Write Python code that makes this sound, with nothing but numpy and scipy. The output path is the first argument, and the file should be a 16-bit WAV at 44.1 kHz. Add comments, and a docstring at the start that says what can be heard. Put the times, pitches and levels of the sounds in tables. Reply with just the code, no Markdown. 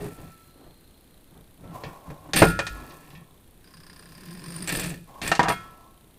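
"""A small workshop: a steel tube is worked off a rod fixed to a wooden board.
Hands shift on the board; the tube slips with a scrape and bangs against its stop. It is then drawn off
in a stick-slip judder that turns into a rasp while the board groans. Its end clatters over the tip
and leaves the rod ringing. Room air and a faint electronic buzz lie underneath."""
import sys
import numpy as np
from scipy import signal
from scipy.fft import rfft, irfft
from scipy.io import wavfile

SR = 44100
rng = np.random.default_rng(int(sys.argv[2]) if len(sys.argv) > 2 else 0)


def master_out(mix):
    """Clip the mix to full scale and print it as 16-bit PCM to the path in sys.argv[1]."""
    frames = np.transpose(np.atleast_2d(mix))
    ceiling = np.clip(frames, -1, 1)
    pcm = np.round(ceiling * 32767).astype(np.int16)
    wavfile.write(sys.argv[1], SR, pcm)


N = 272752
TIME = np.arange(N) / SR
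ROD_FREE_S = 4.0  # tube nearly off from here on
CUTOFF_HZ = 15400
HAND_ATTACK_S = 0.032

# steel-on-steel blows: start_s, clank_db, thud_db, crack_db, ring_db
KNOCKS = [(1.8366, -33, -30.5, -46, -56.5), (2.102, -39, -34, -42, -67.5), (2.334, -17, -32, -13, -65),
          (2.4191, 2.5, 3, -13, -19), (2.437, -38, -8, -37, -75), (2.5906, -11.5, -24, -18.5, -36),
          (2.667, -25, -48, -20.5, -54), (5.216, -34, -35, -22.5, -64.5), (5.3164, -6.5, -20.5, -15.5, -60),
          (5.351, -21, -52, -19.5, -70), (5.3934, -4.5, -14, -19.5, -63.5), (5.43, -29, -21.5, -20, -74.5),
          (5.484, -16, -23, -18, -50), (5.502, -22, -25.5, -29, -50), (5.519, -27, -24.5, -38, -33.5)]
# rod modes, lowest first: pitch_hz, held_db, free_db, held_t60_s
ROD_MODES = [(1325, -12, 0, 1.15), (1416, 0, -9, .58), (1464, -12, -6, .36), (1526, -14, -12, .65),
             (1698, -11.5, -15, 1.1), (1879, -16, -13, .7), (2153, -18, -3, .46), (2440, -11, -12, .6),
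             (3289, -17, -7, .44)]
# tube wall squeal spectrum: freq_hz, gain_db
SQUEAL_COLOUR = [(1500, -31.5), (4000, -4.5), (7000, -14), (9000, 6), (10200, -10.5), (14000, -7.5),
                 (15500, -24.5)]


def from_db(db):
    """Decibels to gain."""
    return 10 ** (np.asarray(db) / 20)


def rms_one(x):
    """Scale to unit rms."""
    return x / np.sqrt(np.mean(x ** 2) + 1e-20)


def at_hz(points, hz):
    """Interpolate a table over log frequency."""
    freq_hz, value = np.transpose(points)
    return np.interp(np.log(hz + 1e-9), np.log(freq_hz), value)


def band(x, hz, kind):
    """Second-order Butterworth filter."""
    return signal.sosfilt(signal.butter(2, hz, kind, fs=SR, output="sos"), x + 1e-18)


def add(track, start_s, sound):
    """Mix a sound in at start_s."""
    at = max(0, round(start_s * SR))
    track[at:at + len(sound)] += sound[:N - at]


def coloured(x, colour, peaks=(), size=8192):
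    """Minimum-phase filter from a broad colour and resonances; white noise keeps its power."""
    hz = np.arange(size // 2 + 1) * SR / size
    peaks_db = sum(db / (1 + (2 * (hz - centre_hz) / width_hz) ** 2) for centre_hz, width_hz, db in peaks)
    gain = rms_one(from_db(at_hz(colour, hz) + peaks_db))
    cepstrum = irfft(np.log(gain))
    cepstrum[1:size // 2] *= 2
    cepstrum[size // 2 + 1:] = 0
    return signal.fftconvolve(x, irfft(np.exp(rfft(cepstrum))))[:N]


def ring(force, hz, t60_s):
    """One mode: a unit click starts a decaying sine of height 1."""
    r, w = from_db(-60 / (t60_s * SR)), 2 * np.pi * hz / SR
    return signal.lfilter([0, np.sin(w)], [1, -2 * r * np.cos(w), r * r], force + 1e-18)


def burst(t60_s):
    """Decaying noise: many close modes dying together."""
    t = TIME[:int(1.5 * t60_s * SR) + 2]
    return rng.standard_normal(len(t)) * from_db(-60 * t / t60_s)


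def grains(per_s, spread_db, flutter_db, flutter_hz):
    """Surface roughness: random micro-impacts under fluttering pressure; rms 1."""
    sizes = from_db(spread_db * np.minimum(rng.exponential(1, N), 4)) * rng.choice([-1, 1], N)
    pressure = rms_one(band(rng.standard_normal(N), flutter_hz, "low"))
    hits = rng.random(N) < per_s / SR
    return rms_one(sizes * hits * from_db(flutter_db * pressure))


def strokes(rows, attack_s=0.0038, release_db_per_s=423.5):
    """Strokes set in, swell or fade, then die as the hand stops; one gain curve per level column."""
    gains = 0
    for start_s, length_s, swell_db_per_s, *levels_db in rows:
        t = TIME - start_s
        shape_db = swell_db_per_s * np.clip(t, 0, length_s) - release_db_per_s * np.maximum(t - length_s, 0)
        shape = np.clip(t / attack_s, 0, 1) * from_db(shape_db)
        gains = gains + np.outer(from_db(levels_db), shape)
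    return gains


def jerks(events, snap_t60_s, skid_t60_s, skid_db, rise_s=0.0003):
    """Force of sudden releases: each a snap with a short skid."""
    force = np.zeros(N)
    for start_s, db in events:
        for part in from_db(db) * burst(snap_t60_s), from_db(db + skid_db) * burst(skid_t60_s):
            add(force, start_s, part * np.minimum(TIME[:len(part)] / rise_s, 1))
    return force


def background(air_db=-54.5, ticks_per_s=30, whine_hz=8741, whine_db=-75):
    """Room air and hiss, with the faint ticking and whine of electronics."""
    # air and tick spectra: freq_hz, gain_db
    air_colour = [(25, 2.5), (300, -7), (600, -15), (1300, -22), (3000, -26), (4100, -25.5), (5200, -33.5),
                  (7300, -30.5), (8800, -26.5), (15500, -28.5)]
    tick_colour = [(1000, -25), (3600, 7), (5500, -12), (9500, -12), (11300, 10.5), (15500, -28)]
    ticks = np.zeros(N)
    for start_s in np.arange(0.0095, N / SR, 1 / ticks_per_s):
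        add(ticks, start_s, from_db(-52) * burst(t60_s=0.012))
    air = from_db(air_db) * coloured(rng.standard_normal(N), air_colour)
    whine = from_db(whine_db) * np.sin(2 * np.pi * whine_hz * TIME)
    return air + coloured(ticks, tick_colour) + whine


def reverb(x, wet_db=-19, gap_s=0.019):
    """Diffuse workshop tail, shortest in the midrange."""
    # room decay: freq_hz, t60_s
    decay = [(80, 1), (1000, 0.11), (4000, 0.7), (14000, 0.44)]
    edges_hz, t, tail = np.geomspace(40, 16000, 10), TIME[:SR], 0
    for low_hz, high_hz in zip(edges_hz, edges_hz[1:]):
        noise = band(rng.standard_normal(SR), [low_hz, high_hz], "band")
        t60_s = at_hz(decay, np.sqrt(low_hz * high_hz))
        tail = tail + noise * from_db(-60 * t / t60_s) * (t > gap_s)
    return from_db(wet_db) * signal.fftconvolve(x, tail / np.linalg.norm(tail))[:N]


def twisting(whistle_hz=4150, whistle_db=-69, peak_s=0.67, half_width_s=0.6):
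    """The dry joint creaks, then whistles faintly; nudges swell into the rod's lowest mode."""
    # twists and regrips, sharper under load: start_s, pitch_hz, level_db
    nudges = [(0.073, 1337, -49.5), (0.245, 1325, -51), (1.63, 1333, -53.5)]
    # first twist: start_s, length_s, swell_db_per_s, level_db
    first_twist = [(0, 0.082, -12, -38.5)]
    # joint creak: pitch_hz, gain_db, t60_s
    creak_modes = [(416, 2, 0.12), (1865, -10, 0.06)]
    rod, rod_t60_s = 0, ROD_MODES[0][-1]
    for start_s, hz, db in nudges:
        t = np.maximum(TIME - start_s, 0)
        envelope = np.tanh(t / HAND_ATTACK_S) * from_db(db - 60 * t / rod_t60_s)
        rod = rod + envelope * np.sin(2 * np.pi * hz * t)
    twist, = strokes(first_twist)
    rubbing = rng.standard_normal(N)
    creak = twist * rms_one(sum(from_db(db) * ring(rubbing, hz, t60_s) for hz, db, t60_s in creak_modes))
    whistle = from_db(whistle_db) * rms_one(ring(rubbing, whistle_hz, t60_s=0.022))
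    return creak + rod + whistle * np.exp(-((TIME - peak_s) / half_width_s) ** 2)


def handling(rumble_gain):
    """Skin rubs tube and hollow board, the palm sounds the tube's air column, dragging shakes the board."""
    # palm slides: start_s, length_s, swell_db_per_s, level_db
    slides = [(1.715, 0.97, -24, -42), (2.73, 0.56, -28.5, -48), (5.06, 0.79, -9, -48)]
    # grip shifts: centre_s, length_s, rub_db, boom_db
    grips = [(0.039, 0.19, -37.5, -38), (0.23, 0.22, -47, -43.5), (0.644, 0.23, -51.5, -54.5),
             (1.372, 0.14, -51.5, -49), (1.69, 0.22, -44.5, -40.5), (1.87, 0.11, -44.5, -38),
             (2.108, 0.11, -44, -38.5), (2.29, 0.18, -49.5, -49), (2.847, 0.34, -50, -53),
             (3.162, 0.17, -56.5, -48)]
    # board boom, skin rub, air column and drag spectra: freq_hz, gain_db
    boom_colour = [(25, -14), (110, -8), (145, -1.5), (172, 2), (200, -8), (240, -15), (2000, -77.5)]
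    rub_colour = [(150, -15.5), (270, 0.5), (420, -9), (650, -10.5), (1100, -18.5), (3500, -36.5),
                  (12000, -49)]
    column_colour = [(400, -20.5), (750, -14.5), (900, -18.5), (1085, -6), (1250, -30.5), (4000, -40)]
    drag_colour = [(75, -4.5), (110, -7), (170, 2.5), (220, -7.5), (290, -2.5), (650, -14), (2000, -35.5)]
    palm, = strokes(slides, HAND_ATTACK_S, release_db_per_s=90.5)
    boom, rub = np.zeros(N), np.zeros(N)
    for centre_s, length_s, rub_db, boom_db in grips:
        swell = np.exp(-8 * ((TIME - centre_s) / length_s) ** 2)
        rub += from_db(rub_db) * swell
        boom += from_db(boom_db) * swell
    texture = grains(per_s=9000, spread_db=1, flutter_db=2, flutter_hz=40)
    layers = [(boom, boom_colour), (rub, rub_colour), (palm, column_colour), (rumble_gain, drag_colour)]
    return sum(coloured(gain * texture, colour) for gain, colour in layers)


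def groaning(pitch_hz=168, wander=0.089, rough_db=3, octave_db=-13):
    """The dragging tube drives one board mode, unsteady in pitch and level."""
    # groan envelope: time_s, level_db
    envelope = [(3.75, -51), (4.02, -60), (4.22, -49.5), (4.32, -40.5), (4.43, -45.5), (4.63, -35.5),
                (4.72, -42.5), (4.87, -34), (5.06, -51.5)]
    sway, tremor = (rms_one(band(noise, 25, "low")) for noise in rng.standard_normal((2, N)))
    phase = 2 * np.pi * np.cumsum(pitch_hz * (1 + wander * sway)) / SR
    tone = rms_one(np.sin(phase) + from_db(octave_db) * np.sin(2 * phase))
    level_db = np.interp(TIME, *np.transpose(envelope), left=-np.inf, right=-np.inf)
    return from_db(level_db + rough_db * (tremor - 0.5)) * tone


def board_rocking(bump_s=2.705, bump_db=-32):
    """Thuds shake the board; its lowest mode rocks once more as the hand eases off."""
    # board modes: pitch_hz, gain_db, t60_s
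    modes = [(50, -26.5, 0.6), (165.5, -20, 0.36), (190.5, -22.5, 0.56)]
    thuds, bump = np.zeros(N), np.zeros(N)
    for start_s, _, thud_db, _, _ in KNOCKS:
        add(thuds, start_s, from_db([thud_db]))
    add(bump, bump_s, from_db([bump_db]))
    shaken = sum(from_db(db) * ring(thuds, hz, t60_s) for hz, db, t60_s in modes)
    lowest_hz, _, lowest_t60_s = modes[0]
    return shaken + ring(bump, lowest_hz, lowest_t60_s)


def grazing(low_hz=2100, high_hz=5500):
    """The tube grazes the rod: a short scuff that leaves its wall ringing."""
    # light contacts: start_s, ring_db, scuff_db
    grazes = [(1.836, -47, -33), (2.906, -62, -41), (3.105, -82, -45), (3.151, -54, -44)]
    # tube wall modes: pitch_hz, gain_db
    modes = [(1785, 1.5), (1879, -0.5), (2277, -3), (2466, -3), (2660, 0.5), (3289, -5)]
    clicks, scuffs = np.zeros(N), np.zeros(N)
    for start_s, ring_db, scuff_db in grazes:
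        add(clicks, start_s, from_db([ring_db]))
        add(scuffs, start_s, from_db(scuff_db) * burst(t60_s=0.13))
    wall = sum(from_db(db) * ring(clicks, hz, t60_s=0.26) for hz, db in modes)
    return wall + band(band(scuffs, [low_hz, high_hz], "band"), high_hz, "low")


def squealing(gain, pressed_db=-48.5):
    """Sliding steel hisses at a light touch; the wall modes sing once it presses hard."""
    # wall resonances: centre_hz, width_hz, gain_db
    peaks = [(5000, 250, 10), (9270, 140, 5.9), (9520, 190, 7), (13300, 940, 6)]
    # hiss spectrum: freq_hz, gain_db
    hiss_colour = [(3000, -15), (9500, -2), (15000, -3.5)]
    chatter = gain * grains(per_s=3800, spread_db=3, flutter_db=3.5, flutter_hz=69.5)
    pressed = gain ** 2 / (gain ** 2 + from_db(pressed_db) ** 2)
    squeal = coloured(pressed * chatter, SQUEAL_COLOUR, peaks)
    return squeal + coloured((1 - pressed) * chatter, hiss_colour)


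def rasping(gain):
    """Steel rasps in steel; burrs catch inside the tube with a grind and a ping."""
    # burr catches: start_s, grind_db, ping_db
    catches = [(2.359, -20.5, -35), (4.6745, -27.5, -28), (4.6914, -22.5, -27.5), (4.724, -32, -35),
               (4.75, -27, -29.5), (4.796, -27.5, -25.5), (4.8405, -30.5, -29), (4.859, -31.5, -32.5),
               (4.9029, -35, -37), (4.942, -42, -48), (5.2764, -33, -27)]
    # rasp and ping spectra: freq_hz, gain_db
    rasp_colour = [(100, -8), (400, -1), (2500, -2), (4000, -2), (7000, -13), (14000, -20), (15500, -29)]
    ping_colour = [(2000, -18.5), (6500, -2.5), (7100, -7.5), (8500, -2.5), (15000, -12.5)]
    # their resonances: centre_hz, width_hz, gain_db
    rasp_peaks = [(1782, 250, 15), (2270, 170, 8.5), (2466, 110, 11), (2700, 160, 10.5), (3450, 170, 6),
                  (4470, 300, 7)]
    ping_peaks = [(7690, 200, 21)]
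    grit = gain * grains(per_s=4000, spread_db=1.5, flutter_db=3, flutter_hz=110)
    grinds = jerks([(s, db) for s, db, _ in catches], snap_t60_s=0.015, skid_t60_s=0.09, skid_db=-6)
    pings = jerks([(s, db) for s, _, db in catches], snap_t60_s=0.02, skid_t60_s=0.06, skid_db=-4)
    return coloured(grit + grinds, rasp_colour, rasp_peaks) + coloured(pings, ping_colour, ping_peaks)


def chirping(slips, chirp_db=-50.5, ref_slip_db=-44.5, detune=0.018):
    """Each slip chirps in the tube wall at one of three pitches, growing with its force squared."""
    # wall resonance: centre_hz, width_hz, gain_db
    peaks = [(9200, 340, 15.3)]
    (hz, width_hz, peak_db), = peaks
    steps = (-1, 0, 1)
    picks, chirps = rng.choice(steps, len(slips)), 0
    for step in steps:
        events = [(s, chirp_db + 2 * (db - ref_slip_db)) for s, db in np.array(slips)[picks == step]]
        force = jerks(events, snap_t60_s=0.026, skid_t60_s=0.072, skid_db=-5)
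        chirps = chirps + coloured(force, SQUEAL_COLOUR, [(hz * (1 + detune * step), width_hz, peak_db)])
    return chirps


def judder(start_s=3.642, end_s=4.66, scatter_db=1.2, jitter=0.08):
    """Stick-slip of the long pull: even at first, then faster, harder and less even as it speeds up."""
    # slip rate: time_s, slips_per_s
    rate = [(4.09, 31.4), (4.284, 41.7), (4.55, 53)]
    # slip strength: time_s, level_db
    strength = [(3.64, -50), (3.8, -44.5), (4.22, -46), (4.54, -39.5), (4.66, -36.5)]
    # slip spectrum: freq_hz, gain_db
    colour = [(400, -4), (1000, 4.5), (4500, 1.5), (7000, -9), (13000, -17)]
    # slip resonances: centre_hz, width_hz, gain_db
    peaks = [(1053, 98, 15), (1690, 500, 10.6), (4837, 110, 8.7), (5120, 980, 13.2)]
    slips, time_s, uneven_from_s = [], start_s, rate[1][0]
    while time_s < end_s:
        level_db = np.interp(time_s, *np.transpose(strength)) + scatter_db * rng.standard_normal()
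        slips.append((time_s, level_db))
        stretch = np.exp(jitter * (time_s > uneven_from_s) * rng.standard_normal())
        time_s += stretch / np.interp(time_s, *np.transpose(rate))
    force = jerks(slips, snap_t60_s=0.023, skid_t60_s=0.1, skid_db=-4.5, rise_s=0.0015)
    return coloured(force, colour, peaks) + chirping(slips)


def rod_ringing(friction, coupling_db=-55, heavy_db=-20, dulling_per_octave=0.35, free_t60_ratio=0.73):
    """Blows and friction ring the rod, heavy blows mostly low; its modes rebalance as the tube comes off."""
    free, rod = TIME > ROD_FREE_S, 0
    for hz, held_db, free_db, t60_s in ROD_MODES:
        octaves = np.log2(hz / ROD_MODES[0][0])
        force = from_db(coupling_db) * friction
        for start_s, _, thud_db, _, ring_db in KNOCKS:
            dulling_db = dulling_per_octave * octaves * max(0, thud_db - heavy_db)
            add(force, start_s, from_db([ring_db - dulling_db]))
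        rod = rod + from_db(held_db) * ring(force * ~free, hz, t60_s)
        rod = rod + from_db(free_db) * ring(force * free, hz, t60_s * free_t60_ratio)
    return rod


def knocking(thud_hz=620, crack_hz=2800, sharp_db=-19):
    """Each blow is an impact and a clatter: thud of wood, clank and crack of steel; light ones are duller."""
    # tube end rattling over the tip: start_s, length_s, swell_db_per_s, level_db
    tip_rattle = [(5.402, 0.12, 5, -24.5)]
    # spectrum of the struck assembly: freq_hz, gain_db
    colour = [(30, -11), (120, -1.5), (700, -2.5), (1500, -2.5), (3000, 0.5), (4500, 0), (9000, -9.5),
              (15000, -29.5)]
    # its resonances: centre_hz, width_hz, held_db, free_db
    peaks = [(154, 48, 1, 11), (324, 32, 6, 11), (447, 44, 8.5, 6.5), (557, 66, 7.5, -2),
             (683, 76, 2.5, 8.5), (802, 68, 6, 8), (970, 45, 2, 12.5), (1143, 57, 4.5, 4.5),
             (1298, 45, 1.5, 7), (1620, 96, 7, 7), (1833, 140, 12.5, 11), (2120, 63, 7, 9),
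             (2457, 150, 15.5, 6.5), (2769, 54, 4, 12)]
    rattle, = strokes(tip_rattle, attack_s=0.026, release_db_per_s=900.5)
    contacts = grains(per_s=810, spread_db=1.5, flutter_db=-0.5, flutter_hz=70.4)
    force = from_db(15.5) * rattle * band(contacts, [620, 1450], "band")
    for start_s, clank_db, thud_db, crack_db, _ in KNOCKS:
        blow = burst(t60_s=0.092)
        blow[:22] += 0.8 * np.hanning(22)  # 0.5 ms impact
        top_hz = CUTOFF_HZ * from_db(np.clip(crack_db - sharp_db, -10, 0))
        thud = from_db(thud_db + 15) * band(blow, thud_hz, "low")
        clank = from_db(clank_db + 7) * band(blow, [thud_hz, 0.62 * crack_hz], "band")
        crack = from_db(crack_db + 3) * band(band(blow, crack_hz, "high"), top_hz, "low")
        add(force, start_s, thud - clank + crack)
    free = TIME > ROD_FREE_S
    held = coloured(force * ~free, colour, [(hz, width_hz, db) for hz, width_hz, db, _ in peaks])
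    loose = coloured(force * free, colour, [(hz, width_hz, db) for hz, width_hz, _, db in peaks])
    return from_db(-9) * (held + loose)


def scene():
    """Tube, rod and board close by in the workshop; mono."""
    # pushes and pulls of the tube: start_s, length_s, swell_db_per_s, rasp_db, squeal_db, rumble_db
    moves = [(0, 0.5, -32.5, -54, -49.5, -65), (2.334, 0.081, 45, -29, -62, -32),
             (2.358, 0.042, 31, -30, -24.5, -31), (2.42, 0.091, -45.5, -35.5, -37.5, -26.5),
             (2.6, 0.55, -18, -53, -51, -51.5), (3.6, 1.2, 21.5, -73, -72.5, -67.5),
             (4.676, 0.03, -3.5, -32, -37, -50.5), (4.72, 0.17, -27, -37, -36, -34.5),
             (4.91, 0.06, -65.5, -52.5, -55, -42), (5.217, 0.076, 75, -36.5, -42, -38),
             (5.488, 0.029, -100, -32, -34, -30)]
    rasp_gain, squeal_gain, rumble_gain = strokes(moves)
    friction = rasping(rasp_gain) + squealing(squeal_gain) + judder()
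    steel = knocking() + grazing() + friction + rod_ringing(friction)
    work = steel + board_rocking() + handling(rumble_gain) + groaning() + twisting()
    return (work + reverb(work) + background())[None]


def record(dry):
    """Soft overload on the hardest bang, then a steep low-pass."""
    ceiling = 0.72
    clipped = dry / (1 + (dry / ceiling) ** 6) ** (1 / 6)
    return signal.sosfilt(signal.ellip(10, 0.1, 80, CUTOFF_HZ, fs=SR, output="sos"), clipped)


dry = scene()
out = record(dry)
master_out(out)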